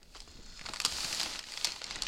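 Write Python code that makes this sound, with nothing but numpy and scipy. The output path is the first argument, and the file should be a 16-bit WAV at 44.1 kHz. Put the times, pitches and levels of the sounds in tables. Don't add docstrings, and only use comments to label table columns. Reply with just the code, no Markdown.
import sys
import numpy as np
from scipy import signal
from scipy.fft import rfft, irfft, next_fast_len
from scipy.io import wavfile
from scipy.ndimage import map_coordinates

SR = 44100
rng = np.random.default_rng(int(sys.argv[2]) if len(sys.argv) > 2 else 0)


def output_pcm(signal):
    pcm = np.clip(np.atleast_2d(signal).T, -1, 1) * 32767
    wavfile.write(sys.argv[1], SR, np.round(pcm).astype(np.int16))


N = 91683


def from_db(db):
    return 10 ** (np.asarray(db) / 20)


def rms_one(x):
    return x / np.sqrt(np.mean(x ** 2) + 1e-20)


def energy_one(x):
    return x / np.sqrt(np.sum(x ** 2) + 1e-20)


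def noise(count=N):
    return rng.standard_normal(count)


def in_time(rows):
    return np.interp(np.arange(N) / SR, *np.transpose(rows))


def band(x, hz, kind):
    return signal.sosfilt(signal.butter(2, hz, kind, fs=SR, output="sos"), x)


def colour(x, spectrum):
    size = 2 * next_fast_len(len(x))
    hz, db = np.transpose(spectrum)
    grid_hz = np.maximum(np.arange(size // 2 + 1) * SR / size, 1)
    gain = from_db(np.interp(np.log(grid_hz), np.log(hz), db))
    cepstrum = irfft(np.log(gain))
    cepstrum[1:size // 2] *= 2
    cepstrum[size // 2 + 1:] = 0
    response = np.exp(rfft(cepstrum))
    return irfft(rfft(x, size) * response)[:len(x)]


def dying(t, t60):
    return from_db(-60 * t / t60)


def add(out, s, sound):
    i = max(int(s * SR), 0)
    out[i:i + len(sound)] += sound[:max(N - i, 0)]


def resonance(x, hz, width_hz):
    return signal.lfilter(*signal.iirpeak(hz, hz / width_hz, fs=SR), x)


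def slips(per_s, spread_db):
    size_db = spread_db * np.minimum(rng.exponential(1, N), 4)
    clicks = from_db(size_db) * rng.choice([-1, 1], N)
    return clicks * (rng.random(N) < per_s / SR) / np.sqrt(per_s)


FACET_RANGE_HZ, FACET_WIDTH_HZ, FACET_DB = (1190, 9150), 440, 7


def grains(per_s, spread_db, t60, spectrum, count=24):
    t = np.arange(SR // 25) / SR
    clicks = slips(per_s, spread_db)
    dealt = rng.integers(0, count, N)
    out = 0
    for k, hz in enumerate(np.linspace(*FACET_RANGE_HZ, count)):
        shiver = noise(len(t)) * dying(t, t60)
        ring = resonance(shiver, hz, FACET_WIDTH_HZ)
        facet = energy_one(shiver + from_db(FACET_DB) * ring)
        out = out + signal.fftconvolve(clicks * (dealt == k), facet)[:N]
    return rms_one(colour(out, spectrum))


# start_s, level_db
RUMBLE_LEVEL = [(0, -57.5), (.2, -54.5), (.42, -48), (.6, -53), (.9, -56.5), (1.2, -54.5), (1.45, -63.5),
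                (1.8, -62.5), (1.95, -55.5), (2.08, -47.5)]
# pitch_hz, level_db
RUMBLE_TONE = [(12, -0.5), (28, 2.5), (50, -11), (100, -22), (250, -21), (1000, -72)]
# pitch_hz, level_db
ROOM_TONE = [(30, -8.5), (100, -21), (250, -25.5), (600, -27), (1500, -53), (3000, -46), (4500, -36),
             (6500, -44), (10000, -48), (16000, -47)]
ROOM_DB = -61.5


def background():
    rumble = from_db(in_time(RUMBLE_LEVEL)) * rms_one(colour(noise(), RUMBLE_TONE))
    room = from_db(ROOM_DB) * rms_one(colour(noise(), ROOM_TONE))
    return rumble + room


# start_s, level_db
FLEXING = [(0, -63), (0.12, -76), (0.16, -58.5), (0.24, -67), (0.29, -60.5), (0.55, -59.5), (0.69, -46.5),
           (0.82, -51), (0.87, -49.5), (0.94, -47), (1.0, -44.5), (1.1, -45.5), (1.25, -41), (1.35, -43.5),
           (1.44, -54.5), (1.62, -51), (1.68, -40), (1.73, -49), (1.8, -51.5), (1.87, -48), (1.95, -41.5),
           (2.0, -45.5), (2.08, -46)]
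# pitch_hz, level_db
SHEET_TONE = [(60, -3), (130, -2), (280, -1.5), (450, -2.5), (800, -0.5), (1150, -0.5), (1600, -2.5),
              (2400, -5), (4000, -9), (12000, -46)]
FLEXES_PER_S, FLEX_SPREAD_DB, FLEX_T60_S, FLEX_DB = 800, 2.5, 0.028, -4


def big_sheet():
    flexes = grains(FLEXES_PER_S, FLEX_SPREAD_DB, FLEX_T60_S, SHEET_TONE)
    return from_db(in_time(FLEXING) + FLEX_DB) * flexes


# start_s, level_db
HANDLING = [(0, -77), (.09, -69), (.165, -52.5), (.25, -62.5), (.45, -62), (.6, -56), (.68, -60),
            (.72, -65), (.77, -69), (.835, -45), (.88, -40), (.94, -41), (1.05, -39.5), (1.1, -42.5),
            (1.19, -37.5), (1.28, -39), (1.36, -40), (1.42, -50), (1.5, -48), (1.62, -43), (1.68, -35.5),
            (1.73, -43.5), (1.8, -46.5), (1.87, -44.5), (1.92, -39), (1.965, -40), (2.0, -48.5),
            (2.08, -40)]
# pitch_hz, level_db
CREASE_TONE = [(150, -14.5), (500, -14.5), (1100, -15.5), (1600, -17.5), (2500, -2.5), (3500, -2),
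               (4600, 2), (5900, -4.5), (7000, -6), (8000, -10.5), (10000, -22.5), (12000, -27),
               (16000, -40)]
# start_s, level_db
SLIDING = [(0, -85.5), (0.17, -66.5), (0.4, -81), (0.6, -72), (0.68, -62.5), (0.83, -60), (0.88, -51.5),
           (1.02, -47.5), (1.17, -48), (1.28, -53), (1.36, -56.5), (1.42, -67.5), (1.52, -57), (1.67, -56),
           (1.79, -63.5), (1.89, -85), (1.95, -68), (2.0, -69), (2.08, -76.5)]
# pitch_hz, level_db
SLIDE_TONE = [(200, -14), (1000, -8), (2000, -8), (3700, -4), (4600, 3.5), (5900, -3.5), (7500, -4.5),
              (9500, -11), (12000, -18.5), (16000, -26)]
MOST_CRINKLES_PER_S, CRINKLE_RATE_FOLLOWS = 1800, .6
CRINKLE_SPREAD_DB, CRINKLE_T60_S = 1.5, 0.0071
CRINKLE_DB, SLIDE_DB = -4.5, 8.5
RUNS_CUTOFF_HZ, RUNS_DB = 85, 2


def rustle():
    db = in_time(HANDLING)
    per_s = MOST_CRINKLES_PER_S * from_db(CRINKLE_RATE_FOLLOWS * (db - db.max()))
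    swings = rms_one(band(noise(), RUNS_CUTOFF_HZ, "low"))
    runs = rms_one(from_db(RUNS_DB * swings))
    crinkles = runs * grains(per_s, CRINKLE_SPREAD_DB, CRINKLE_T60_S, CREASE_TONE)
    slide = rms_one(colour(noise(), SLIDE_TONE))
    return from_db(db + CRINKLE_DB) * crinkles + from_db(in_time(SLIDING) + SLIDE_DB) * slide


# peak_s, level_db, ring_hz, pop_db, pop_hz, treble_db
SNAPS = [(0.0305, -51, 4800, -8, 1550, -5), (0.1494, -47, 4930, -1, 1380, -12),
         (0.1545, -48, 4650, 2, 1120, -10), (0.1616, -45, 2890, -4, 1070, -15),
         (0.1665, -46, 4710, -5, 970, -9), (0.171, -47, 3060, -10, 1090, -8),
         (0.2037, -38, 5100, -19, 750, -9), (0.2193, -48, 4170, -7, 810, -7),
         (0.2765, -55, 4400, 2, 1000, -10), (0.315, -56, 7000, -10, 1200, 1),
         (0.43, -56, 4500, -14, 1200, 0), (0.462, -53, 4500, -14, 1200, 0),
         (0.5749, -43, 4600, -16, 1180, -15), (0.5938, -45, 2650, 0, 1600, -6),
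         (0.6125, -44, 3330, 3, 1200, -11), (0.6548, -48, 4780, 5, 1150, -9),
         (0.6605, -33.5, 4410, -9, 1500, -22), (0.6647, -39, 4400, 1, 1350, -9),
         (0.6878, -39.5, 4290, 4, 1400, -9), (0.6919, -35, 4430, -7, 1200, -11),
         (0.7361, -35, 4310, 1, 1180, -3), (0.7424, -37, 4860, -6, 1280, -7),
         (0.7604, -36, 4510, -2, 1450, -8), (0.7698, -36, 4410, -7, 1110, -11),
         (0.8017, -26, 2500, -7, 1350, -4), (0.8152, -33, 4540, -11, 1830, -10),
         (0.8199, -34, 6400, -9, 1010, -4), (0.8498, -22, 3300, -6, 1120, -4),
         (0.8504, -20, 4700, -14, 1380, -5), (0.8565, -28, 4690, -8, 1380, -6),
         (0.8593, -26.5, 4730, -11, 1090, -4.5), (0.8623, -26, 4620, -9, 1220, -9),
         (0.9231, -32, 4210, -9, 750, -9), (0.985, -40, 4500, 3, 1050, -8),
         (1.0055, -34, 4500, -9, 1200, -7), (1.0452, -30, 4640, -11, 1170, -9),
         (1.0481, -30, 4540, -10, 1580, -8), (1.1278, -26.5, 5010, -14, 1770, -11),
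         (1.1474, -31, 4660, -15, 1730, -4), (1.1979, -24, 4900, -16, 820, -10),
         (1.2038, -27, 3500, -7, 2050, -9), (1.2133, -26, 4270, -13, 1080, -11),
         (1.2319, -31, 2800, -6, 1200, -3), (1.2603, -33, 2730, -4, 960, -15),
         (1.3916, -31, 5060, -7, 1900, -8), (1.4396, -39, 4350, -6, 1710, -13),
         (1.4865, -42, 2850, -4, 1500, -11), (1.5207, -37, 4630, -7, 2050, -7),
         (1.5386, -36, 4610, -9, 1610, -12), (1.5746, -30, 3500, -7, 1900, -14),
         (1.6125, -34, 4400, -12, 1410, -15), (1.6455, -20, 4380, -17, 1920, -7),
         (1.6486, -27, 5030, -9, 900, -3), (1.6529, -24, 4170, -15, 880, -8),
         (1.6713, -28, 4210, -15, 2010, -11), (1.7202, -31.5, 4300, -16, 2050, -14),
         (1.762, -39, 4000, -4, 850, -11), (1.817, -36, 4960, -5, 1500, -13),
         (1.8421, -30, 4680, -16, 2050, -8), (1.9094, -31, 4360, -4, 1900, -17),
         (1.9584, -33.5, 6700, -6, 1820, -6), (2.0217, -23, 4400, -19, 1300, -7.5),
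         (2.0344, -33, 4650, -9, 860, -6), (2.0666, -31, 3040, -10, 1830, -17),
         (2.0698, -35, 2550, -6, 1210, -18)]
SNAP_DB, SNAP_POP_DB, SNAP_TREBLE_DB = 18, 1.5, 1.5
BUCKLE_DB, SNAP_LEAD_S = 13, .00012
CRACK_T60_S, FLUTTER_T60_S, FLUTTER_DB = 0.0012, 0.016, -0.5
BASS_EDGE_HZ, TREBLE_EDGE_HZ = 2080, 6900
RING_WIDTH_HZ, RING_DB = 430, 7
POP_WIDTH_HZ, POP_DB, POP_LOW_HZ = 310, 12, 585
TREBLE_TOP_HZ, TOP_HZ_PER_DB, TYPICAL_SNAP_DB = 13700, 454, -30.5
TOP_RANGE_HZ = (9500, 18000)
OPEN_S, OPEN_DULLS_HZ = 1.78, 3550


def snaps():
    out, t = np.zeros(N), np.arange(SR // 25) / SR
    envelope = dying(t, CRACK_T60_S) + from_db(FLUTTER_DB) * dying(t, FLUTTER_T60_S)
    for s, db, ring_hz, pop_db, pop_hz, treble_db in SNAPS:
        pulse = from_db(BUCKLE_DB) * (t == 0)
        shiver = rng.choice([-1, 1], len(t)) * envelope * (t > 0)
        crack = colour(pulse + shiver, CREASE_TONE)

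        bass = band(band(crack, [POP_LOW_HZ, BASS_EDGE_HZ], "band"), BASS_EDGE_HZ, "low")
        pop = energy_one(bass + from_db(POP_DB) * resonance(bass, pop_hz, POP_WIDTH_HZ))

        middle = band(crack, [BASS_EDGE_HZ, TREBLE_EDGE_HZ], "band")
        ring = energy_one(middle + from_db(RING_DB) * resonance(middle, ring_hz, RING_WIDTH_HZ))

        top_hz = TREBLE_TOP_HZ + TOP_HZ_PER_DB * (db - TYPICAL_SNAP_DB)
        top_hz = np.clip(top_hz - OPEN_DULLS_HZ * (s > OPEN_S), *TOP_RANGE_HZ)
        treble = band(crack, [TREBLE_EDGE_HZ, top_hz], "band")
        treble = energy_one(band(treble, TREBLE_EDGE_HZ, "high"))

        snap = ring + from_db(pop_db + SNAP_POP_DB) * pop
        snap = snap + from_db(treble_db + SNAP_TREBLE_DB) * treble
        add(out, s - SNAP_LEAD_S, from_db(db + SNAP_DB) * snap)
    return out


# start_s, level_db, pitch_hz
BUMPS = [(0.138, -58, 53), (0.273, -58, 69), (0.35, -57, 170), (0.385, -50.5, 85), (.385, -55, 287),
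         (0.434, -61, 113), (0.639, -52.5, 65.5), (0.862, -49.5, 131), (0.909, -46, 76), (1.04, -47, 109),
         (1.12, -50.5, 90.5), (1.958, -53, 118)]
BUMP_RISE_S, BUMP_WIDTH = 0.0078, 1.52


def bumps():
    out, age = np.zeros(N), np.arange(SR // 6) / SR / BUMP_RISE_S
    envelope = age * np.exp(1 - age)
    for s, db, hz in BUMPS:
        thud = band(noise(len(age)) * envelope, [hz / BUMP_WIDTH, hz * BUMP_WIDTH], "band")
        add(out, s, from_db(db) * energy_one(thud) * np.linalg.norm(envelope))
    return out


# start_s, ring level_db, pitch_hz
FLAPS = [(.156, -54.5, 410), (.276, -56, 435), (0.611, -53, 179), (0.697, -44, 208), (0.8499, -42, 271),
         (0.8492, -43, 487), (1.235, -46, 325), (1.257, -41, 309.5), (1.816, -48, 533)]
FLAP_T60_S, FLAP_SLAP_DB, FLAP_SLAP_T60_S = 0.083, 4, 0.028


def flaps():
    out, t = np.zeros(N), np.arange(SR // 8) / SR
    for s, db, hz in FLAPS:
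        slap = rms_one(band(noise(len(t)), [hz / 2, hz * 2], "band")) * dying(t, FLAP_SLAP_T60_S)
        ring = np.sin(2 * np.pi * hz * t) * dying(t, FLAP_T60_S)
        add(out, s, from_db(db) * (ring + from_db(FLAP_SLAP_DB) * slap))
    return out


# start_s, level_db
RUBBING = [(.24, -94), (.28, -57.5), (.41, -61), (.5, -54), (.57, -54), (.66, -55.5), (.72, -68)]
# pitch_hz, width_hz, level_db
FOLD = [(1430, 120, -5), (3430, 400, -5.5), (4280, 110, 5.5), (5000, 250, 1), (6920, 910, -5)]
# start_s, pitch_ratio
FOLD_PITCH = [(.28, 1), (.42, 1.015), (.53, 1.015), (.64, 1.02)]
RUB_SLIPS_PER_S, RUB_SPREAD_DB = 5000, 4.5


def fingers():
    friction = slips(RUB_SLIPS_PER_S, RUB_SPREAD_DB)
    rings = np.zeros(N)
    for k, (hz, width_hz, db) in enumerate(FOLD):
        sign = (-1) ** k
        rings += sign * from_db(db) * resonance(friction, hz, width_hz)
    read_at = np.cumsum(in_time(FOLD_PITCH))
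    gliding = map_coordinates(rings, [read_at], mode="mirror")
    return from_db(in_time(RUBBING)) * rms_one(band(gliding, hz=8300, kind="low"))


KITCHEN_T60_S, KITCHEN_DB, FIRST_WALL_S = 0.24, -16.5, 0.0033


def kitchen(x):
    t = np.arange(SR // 2) / SR
    echoes = noise(len(t)) * dying(t, KITCHEN_T60_S) * (t > FIRST_WALL_S)
    tail = energy_one(band(echoes, hz=9900, kind="low"))
    return from_db(KITCHEN_DB) * signal.fftconvolve(x, tail)[:N]


def scene():
    wrapping = snaps() + rustle() + fingers() + big_sheet() + bumps() + flaps()
    return (wrapping + kitchen(wrapping) + background())[None]


CUTOFF_HZ = 16000


def record(dry):
    return signal.sosfilt(signal.ellip(10, .1, 70, CUTOFF_HZ, fs=SR, output="sos"), dry)


dry = scene()
out = record(dry)
output_pcm(out)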